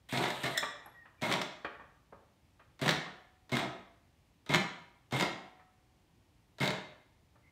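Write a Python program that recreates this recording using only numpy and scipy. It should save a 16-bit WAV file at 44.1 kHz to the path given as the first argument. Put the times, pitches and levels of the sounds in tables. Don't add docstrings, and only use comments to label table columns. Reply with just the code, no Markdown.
import sys
import numpy as np
from scipy import signal
from scipy.fft import rfft, irfft
from scipy.io import wavfile

SR = 44100
rng = np.random.default_rng(int(sys.argv[2]) if len(sys.argv) > 2 else 0)


def int16_out(signal):
    q = np.round(np.clip(np.atleast_2d(signal).T, -1, 1) * 32767)
    wavfile.write(sys.argv[1], SR, q.astype(np.int16))


N = 331191

# start_s, slack_lead_s (tick this long before), slide_s, weight_db, squeal_db
HEAVES = [(.128, 0.038, 0.14, 0, -46), (.438, .01, .04, -4.5, -42.5), (1.224, 0.011, 0.14, -1, -39),
          (2.819, .027, 0.083, 0.5, -55.5), (3.523, 0.029, 0.086, 1.5, -35.5), (4.497, 0.035, .04, 2, -38),
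          (5.127, 0.017, 0.12, 1.5, -40), (6.607, 0.023, 0.074, 1.5, -34)]
# start_s, rock_s (from edge to edge), level_db, weight_db (thud only)
LANDINGS = [(.226, 0.013, -32.5, -34), (1.314, .01, -25, -1), (2.879, .012, -21, -1.5),
            (3.553, 0.016, -30, 2.5), (4.538, .008, -21, 4), (5.198, .011, -25, 1), (6.656, 0.02, -28, -13)]
# delay (in rocking times), level_db, snap_db, thud_db (both relative)
ROCKING = [(0, -0.5, 9.5, -1), (1, 0.5, 14, 7), (2.45, -4, 13.5, 12)]
# start_s, level_db, snap_db, thud_db (both relative)
BUMPS = [(.174, -25.5, 4, 9.5), (.304, -31, 10.5, -2), (0.438, -35, 12, -1), (1.415, -26.5, 8, 2),
         (2.86, -27.5, 7.5, 13), (6.629, -24.5, 3, 4.5)]
# (per Hz, relative)
PLATE_SPECTRUM = [(45, -21), (80, -14.5), (115, -17), (200, -2), (470, -10), (650, -0.5), (1200, -6),
                  (2000, -8), (2800, -11), (3700, -7.5), (4900, -17.5), (8300, -26), (10200, -35),
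                  (15500, -38.5)]
# frequency_hz, width_hz, level_db (relative to each other)
DOOR_MODES = [(102, 6, -6.5), (133, 19, 14.0), (189, 6, 2.7), (245, 13, 4.4), (300, 18, 5.7),
              (372, 66, 6.5), (431, 10, 5.7), (518, 7, 3.5), (608, 7, 6.2), (636, 6, -4.0), (659, 6, -12.0),
              (679, 7, 4.8), (743, 6, -3.8), (797, 6, -2.6), (973, 70, 1.7), (1079, 6, -2.4),
              (1270, 12, 4.4), (1378, 70, -1.9), (1472, 11, 3.6), (1636, 70, -2.9), (1752, 45, 2.3),
              (1879, 70, 1.9), (2021, 40, -0.4), (2113, 54, 9.0), (2211, 6, -2.1), (3318, 6, -1.5),
              (3617, 10, -7.2), (3856, 70, -8.8)]
# start_s, level_db
LINGERING = [(2.88, -53.5), (5.2, -51)]
# start_s, length_s, start_hz, end_hz, level_db, waver (rms share of pitch)
SQUEAKS = [(0.541, 0.057, 1890, 1896, -38.5, 0.044), (0.937, 0.094, 1923, 1857, -58, 0.0044),
           (1.175, 0.03, 2370, 2350, -67, 0.017), (7.426, 0.067, 2020, 2130, -70, 0.038)]
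# (per Hz, relative)
CHAIN_SPECTRUM = [(200, -8), (1500, 7), (3700, 13), (5200, -11.5), (8600, 2), (10200, -10.5), (12000, -4),
                  (15500, -14)]
# start_s, level_db, tilt_db_per_octave (brightness of the modes)
CLINKS = [(.437, -33, -3.5), (0.508, -56, 38.5), (.575, -21, -2), (.858, -58.5, 61), (1.416, -37.5, -2)]
# frequency_hz, width_hz, level_db (before the tilt)
LINK_MODES = [(640, 60, -13), (1770, 130, 0), (2060, 90, -2), (3340, 110, -3), (3520, 130, 1),
              (3800, 180, -2), (4124, 110, -8), (5250, 170, -5), (6950, 220, -10), (7350, 220, -10),
              (8300, 300, -11), (10500, 60, -22), (11350, 90, -16)]
# start_s, level_db, dull_above_hz
CLUNKS = [(.627, -26.5, 2400), (.857, -44.5, 1510), (1.053, -51, 2620), (1.646, -30, 3380),
          (1.794, -44.5, 1630), (2.123, -42.5, 990), (2.594, -54.5, 3200), (3.059, -43, 1880),
          (3.752, -47.5, 1214), (5.592, -55.5, 2400), (6.786, -55, 1380), (7.353, -57.5, 1260)]
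# (per Hz, relative)
TACKLE_SPECTRUM = [(80, -10), (250, -7.5), (550, -1), (1250, 0), (2400, -9.5), (3300, -11.5), (5500, -26),
                   (15000, -32.5)]
# frequency_hz, width_hz, level_db (gain over its broad response)
TACKLE_MODES = [(580, 23, -4), (1250, 120, -7.5), (1790, 98, 4), (2400, 73, 4)]
# frequency_hz, t60_s
SHED_T60 = [(100, 0.45), (250, 0.53), (700, 0.63), (2000, 0.63), (4000, 0.52), (8000, 0.47), (11000, 0.23),
            (16000, 0.19)]
# (per Hz, relative)
AIR_SPECTRUM = [(18, -36), (30, -4.5), (108, -2), (225, -12.5), (292, -10.5), (432, -19), (728, -20),
                (852, -19.5), (1020, -22), (1400, -27), (2180, -25.5), (2620, -26), (15500, -41.5)]

SLACK_DB, TAUT_DB, TAUT_LEAD_S, TICK_SNAP_DB = -49, -36.5, .0045, 12.5
THUMP_DB, JUDDER_DB, BREAK_DB, GRIND_DB = -12, -34.5, -31.5, -39
JUDDER_SLIPS_PER_S, JUDDER_RELEASE_S = 150, 0.35
GRIND_SLIPS_PER_S, GRIND_RELEASE_S = 390, .19
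SNAP_T60_S, CLATTER_T60_S = 0.0098, 0.053
DOOR_RING_DB = -2.5
LINGERING_HZ, LINGERING_T60_S = 743, 1.48
SQUEAL_HZ, SQUEAL_S = 2150, 0.039
RUN_DB, RUN_LEAD_S, RUN_SHARE = -46.5, .008, 0.865
PAYOUT_AT_S, PAYOUT_S, PAYOUT_DB = .086, 0.487, -50
LINK_SNAP_DB = -6.5
ROOM_DB, ROOM_BUILD_S = -5.5, 0.0068
AIR_DB, HUM_HZ, HUM_DB = -67.5, 89.7, -89.5
CUTOFF_HZ = 15600


def from_db(db):
    return 10 ** (np.asarray(db) / 20)


def at_hz(points, hz):
    f, value = np.transpose(points)
    return np.interp(np.log(np.maximum(hz, 1)), np.log(f), value)


def add(track, s, sound):
    start = max(round(s * SR), 0)
    track[start:start + len(sound)] += sound[:N - start]


def seconds(length):
    return np.arange(int(length * SR)) / SR


def unit(response):
    return response / np.sqrt(np.sum(response ** 2))


def through(x, response):
    return signal.fftconvolve(x, response)[:N]


def cut(x, hz, kind, order=2):
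    sos = signal.butter(order, min(hz, .45 * SR), kind, fs=SR, output="sos")
    return signal.sosfilt(sos, x + 1e-18)


def body(spectrum, size=16384):
    hz = np.arange(size // 2 + 1) * SR / size
    cepstrum = irfft(np.log(from_db(at_hz(spectrum, hz))))
    cepstrum[1:size // 2] *= 2
    cepstrum[size // 2 + 1:] = 0
    return unit(irfft(np.exp(rfft(cepstrum))))


def resonate(x, hz, width):
    r = np.exp(-np.pi * width / SR)
    zeros = np.array([1, 0, -1]) * (1 - r * r) / 2
    poles = [1, -2 * r * np.cos(2 * np.pi * hz / SR), r * r]
    return signal.lfilter(zeros, poles, x)


def dying(t, t60):
    return np.exp(-np.log(1000) * t / t60)


def stroke(t, length, rise, release):
    return (1 - np.exp(-t / rise)) * dying(np.maximum(t - length, 0), release)


def crack(t60, rise=0.00045):
    t = seconds(.2)
    return rng.standard_normal(len(t)) * stroke(t, 0, rise, t60)


def slips(t, per_s, jitter, spread_db, t60):
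    gaps, sizes = rng.standard_normal((2, 1000))
    at = (np.cumsum(np.exp(jitter * gaps)) / per_s * SR).astype(int)
    inside = at < len(t)
    clicks = np.zeros(len(t))
    clicks[at[inside]] = from_db(spread_db * sizes[inside])
    envelope = signal.lfilter([1], [1, -dying(1 / SR, t60)], clicks)
    return unit(envelope * rng.standard_normal(len(t))) * np.sqrt(len(t))


def thud(contact_s, bounce_hz, t60, count=8):
    t = seconds(.12)
    gaps = np.exp(.1 * rng.standard_normal(count)) / bounce_hz
    at = np.r_[0, np.cumsum(gaps)]
    since = np.maximum(t - at[:, None], 0)
    strength = dying(at, t60) * np.where(at == 0, .5, 1)
    return unit(strength @ (since * np.exp(-since / contact_s)))


def heaving():
    force, t = np.zeros(N), seconds(.4)
    for s, _, slide_s, weight_db, _ in HEAVES:
        thump = thud(contact_s=0.00075, bounce_hz=126.6, t60=0.081)
        add(force, s, from_db(THUMP_DB + weight_db) * thump)

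        breaking = cut(crack(t60=0.12, rise=0.0073), 450, "high")
        add(force, s, from_db(BREAK_DB) * breaking)

        judder = cut(slips(t, JUDDER_SLIPS_PER_S, jitter=.34, spread_db=3.5, t60=.065), 820, "low")
        judder *= stroke(t, slide_s, rise=.002, release=JUDDER_RELEASE_S)
        add(force, s, from_db(JUDDER_DB + weight_db) * judder)

        grind = cut(slips(t, GRIND_SLIPS_PER_S, jitter=0.46, spread_db=0, t60=0.029), 400, "high")
        grind *= stroke(t, slide_s, rise=.002, release=GRIND_RELEASE_S)
        add(force, s, from_db(GRIND_DB) * grind)
    return force


def knocking():
    knocks = list(BUMPS)
    for s, rock_s, db, weight_db in LANDINGS:
        for delay, contact_db, snap_db, thud_db in ROCKING:
            knocks.append((s + delay * rock_s, db + contact_db, snap_db, thud_db + weight_db))
    force = np.zeros(N)
    for s, db, snap_db, thud_db in knocks:
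        snap = cut(crack(SNAP_T60_S, rise=0.00036), 2600, "high", order=1)
        clatter = cut(crack(CLATTER_T60_S, rise=0.0012), 1000, "high", order=1)
        low = thud(contact_s=0.00074, bounce_hz=164.5, t60=0.095)
        add(force, s, from_db(db + snap_db) * snap)
        add(force, s, from_db(db) * clatter)
        add(force, s, from_db(db + thud_db) * low)
    return force


def tightening():
    force = np.zeros(N)
    for s, slack_lead_s, *_ in HEAVES:
        for lead, db in (slack_lead_s, SLACK_DB), (TAUT_LEAD_S, TAUT_DB):
            snap = cut(crack(t60=0.021, rise=0.00015), 6600, "high", order=1)
            rattle = cut(crack(t60=0.15, rise=0.0014), 270, "high", order=1)
            add(force, s - lead, from_db(db + TICK_SNAP_DB) * snap)
            add(force, s - lead, from_db(db) * rattle)
    return force


def door(force):
    plate = body(PLATE_SPECTRUM)
    rings = sum(from_db(db) * resonate(plate, hz, width) for hz, width, db in DOOR_MODES)
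    return through(force, unit(plate + from_db(DOOR_RING_DB) * rings))


def lingering():
    out, t = np.zeros(N), seconds(1.7)
    tone = np.sin(2 * np.pi * LINGERING_HZ * t) * dying(t, LINGERING_T60_S)
    for s, db in LINGERING:
        add(out, s, from_db(db) * tone)
    return out


def squeal(t, hz, waver, waver_hz):
    wobble = unit(cut(rng.standard_normal(len(t)), waver_hz, "low")) * np.sqrt(len(t))
    phase = 2 * np.pi * np.cumsum(hz * (1 + waver * wobble)) / SR
    return np.sqrt(2) * np.sin(phase)


def squeals():
    out, t = np.zeros(N), seconds(.3)
    for s, *_, db in HEAVES:
        tone = squeal(t, SQUEAL_HZ, waver=.018, waver_hz=160)
        add(out, s, from_db(db) * tone * stroke(t, SQUEAL_S, rise=0.006, release=0.031))
    for s, length, start_hz, end_hz, db, waver in SQUEAKS:
        glide_hz = np.interp(t, [0, length], [start_hz, end_hz])
        tone = squeal(t, glide_hz, waver, waver_hz=148)
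        add(out, s, from_db(db) * tone * stroke(t, length, rise=0.014, release=0.079))
    return out


def chain():
    force, t = np.zeros(N), seconds(.7)
    runs = [(PAYOUT_AT_S, PAYOUT_S, PAYOUT_DB)]
    for s, _, slide_s, *_ in HEAVES:
        runs.append((s - RUN_LEAD_S, RUN_SHARE * slide_s, RUN_DB))
    for s, length, db in runs:
        rattle = slips(t, per_s=600, jitter=.6, spread_db=3.5, t60=.018)
        add(force, s, from_db(db) * rattle * stroke(t, length, rise=.0015, release=0.051))
    return through(force, body(CHAIN_SPECTRUM))


def clinks():
    out, t = np.zeros(N), seconds(.2)
    impulse = (t == 0) * 1.0
    for s, db, tilt_db in CLINKS:
        link = np.zeros(len(t))
        for k, (hz, width, mode_db) in enumerate(LINK_MODES):
            gain = from_db(mode_db + tilt_db * np.log2(hz / 5000))
            link += gain * resonate(impulse, hz, width) * (-1) ** k
        chatter = crack(t60=0.043, rise=0.00044)
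        snap = cut(crack(t60=0.016, rise=0.0006), 4000, "high", order=1)
        add(out, s, from_db(db) * through(chatter, unit(link)))
        add(out, s, from_db(db + LINK_SNAP_DB) * snap)
    return out


def tackle():
    force, block = np.zeros(N), body(TACKLE_SPECTRUM)
    for s, db, dull_hz in CLUNKS:
        gentle = np.interp(db, [-42, -28], [1, 0])
        contact = crack(t60=0.082 + 0.043 * gentle, rise=0.0011 + 0.00085 * gentle)
        add(force, s, from_db(db) * cut(contact, dull_hz, "low"))
    rings = sum(from_db(db) * resonate(block, hz, width) for hz, width, db in TACKLE_MODES)
    return through(force, unit(block + rings))


def shed_tail(build_s, count=12):
    t = seconds(0.92)
    noise = rfft(rng.standard_normal(len(t)))
    bins = np.arange(len(noise))
    centres = np.geomspace(80, 16000, count)
    tail = np.zeros(len(t))
    for centre, band in zip(centres, np.eye(count)):
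        weight = at_hz(np.c_[centres, band], bins)
        tail += irfft(noise * weight, len(t)) * dying(t, at_hz(SHED_T60, centre))
    return unit(tail * (1 - np.exp(-t / build_s)))


def shed(x):
    out = np.zeros(N)
    edges = [0] + [round(row[0] * SR) for row in HEAVES[1:]] + [N]
    for start, end in zip(edges, edges[1:]):
        wet = signal.fftconvolve(x[start:end], shed_tail(ROOM_BUILD_S))
        add(out, start / SR, from_db(ROOM_DB) * wet)
    return out


def background():
    air = through(rng.standard_normal(N), body(AIR_SPECTRUM))
    hum = squeal(np.arange(N) / SR, HUM_HZ, waver=0.0076, waver_hz=4)
    return from_db(AIR_DB) * air + from_db(HUM_DB) * hum


def scene():
    steel = door(tightening() + heaving() + knocking()) + chain() + clinks()
    singing, settling = squeals(), tackle()
    room = shed(steel + from_db(-4.5) * singing + from_db(-0.5) * settling)
    mix = steel + singing + settling + room + lingering() + background()
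    return mix[None]


def record(dry):
    thinned = cut(dry, 43, "high", order=5)
    top_cut = signal.ellip(10, .1, 70, CUTOFF_HZ, fs=SR, output="sos")
    return signal.sosfilt(top_cut, thinned)


dry = scene()
out = record(dry)
int16_out(out)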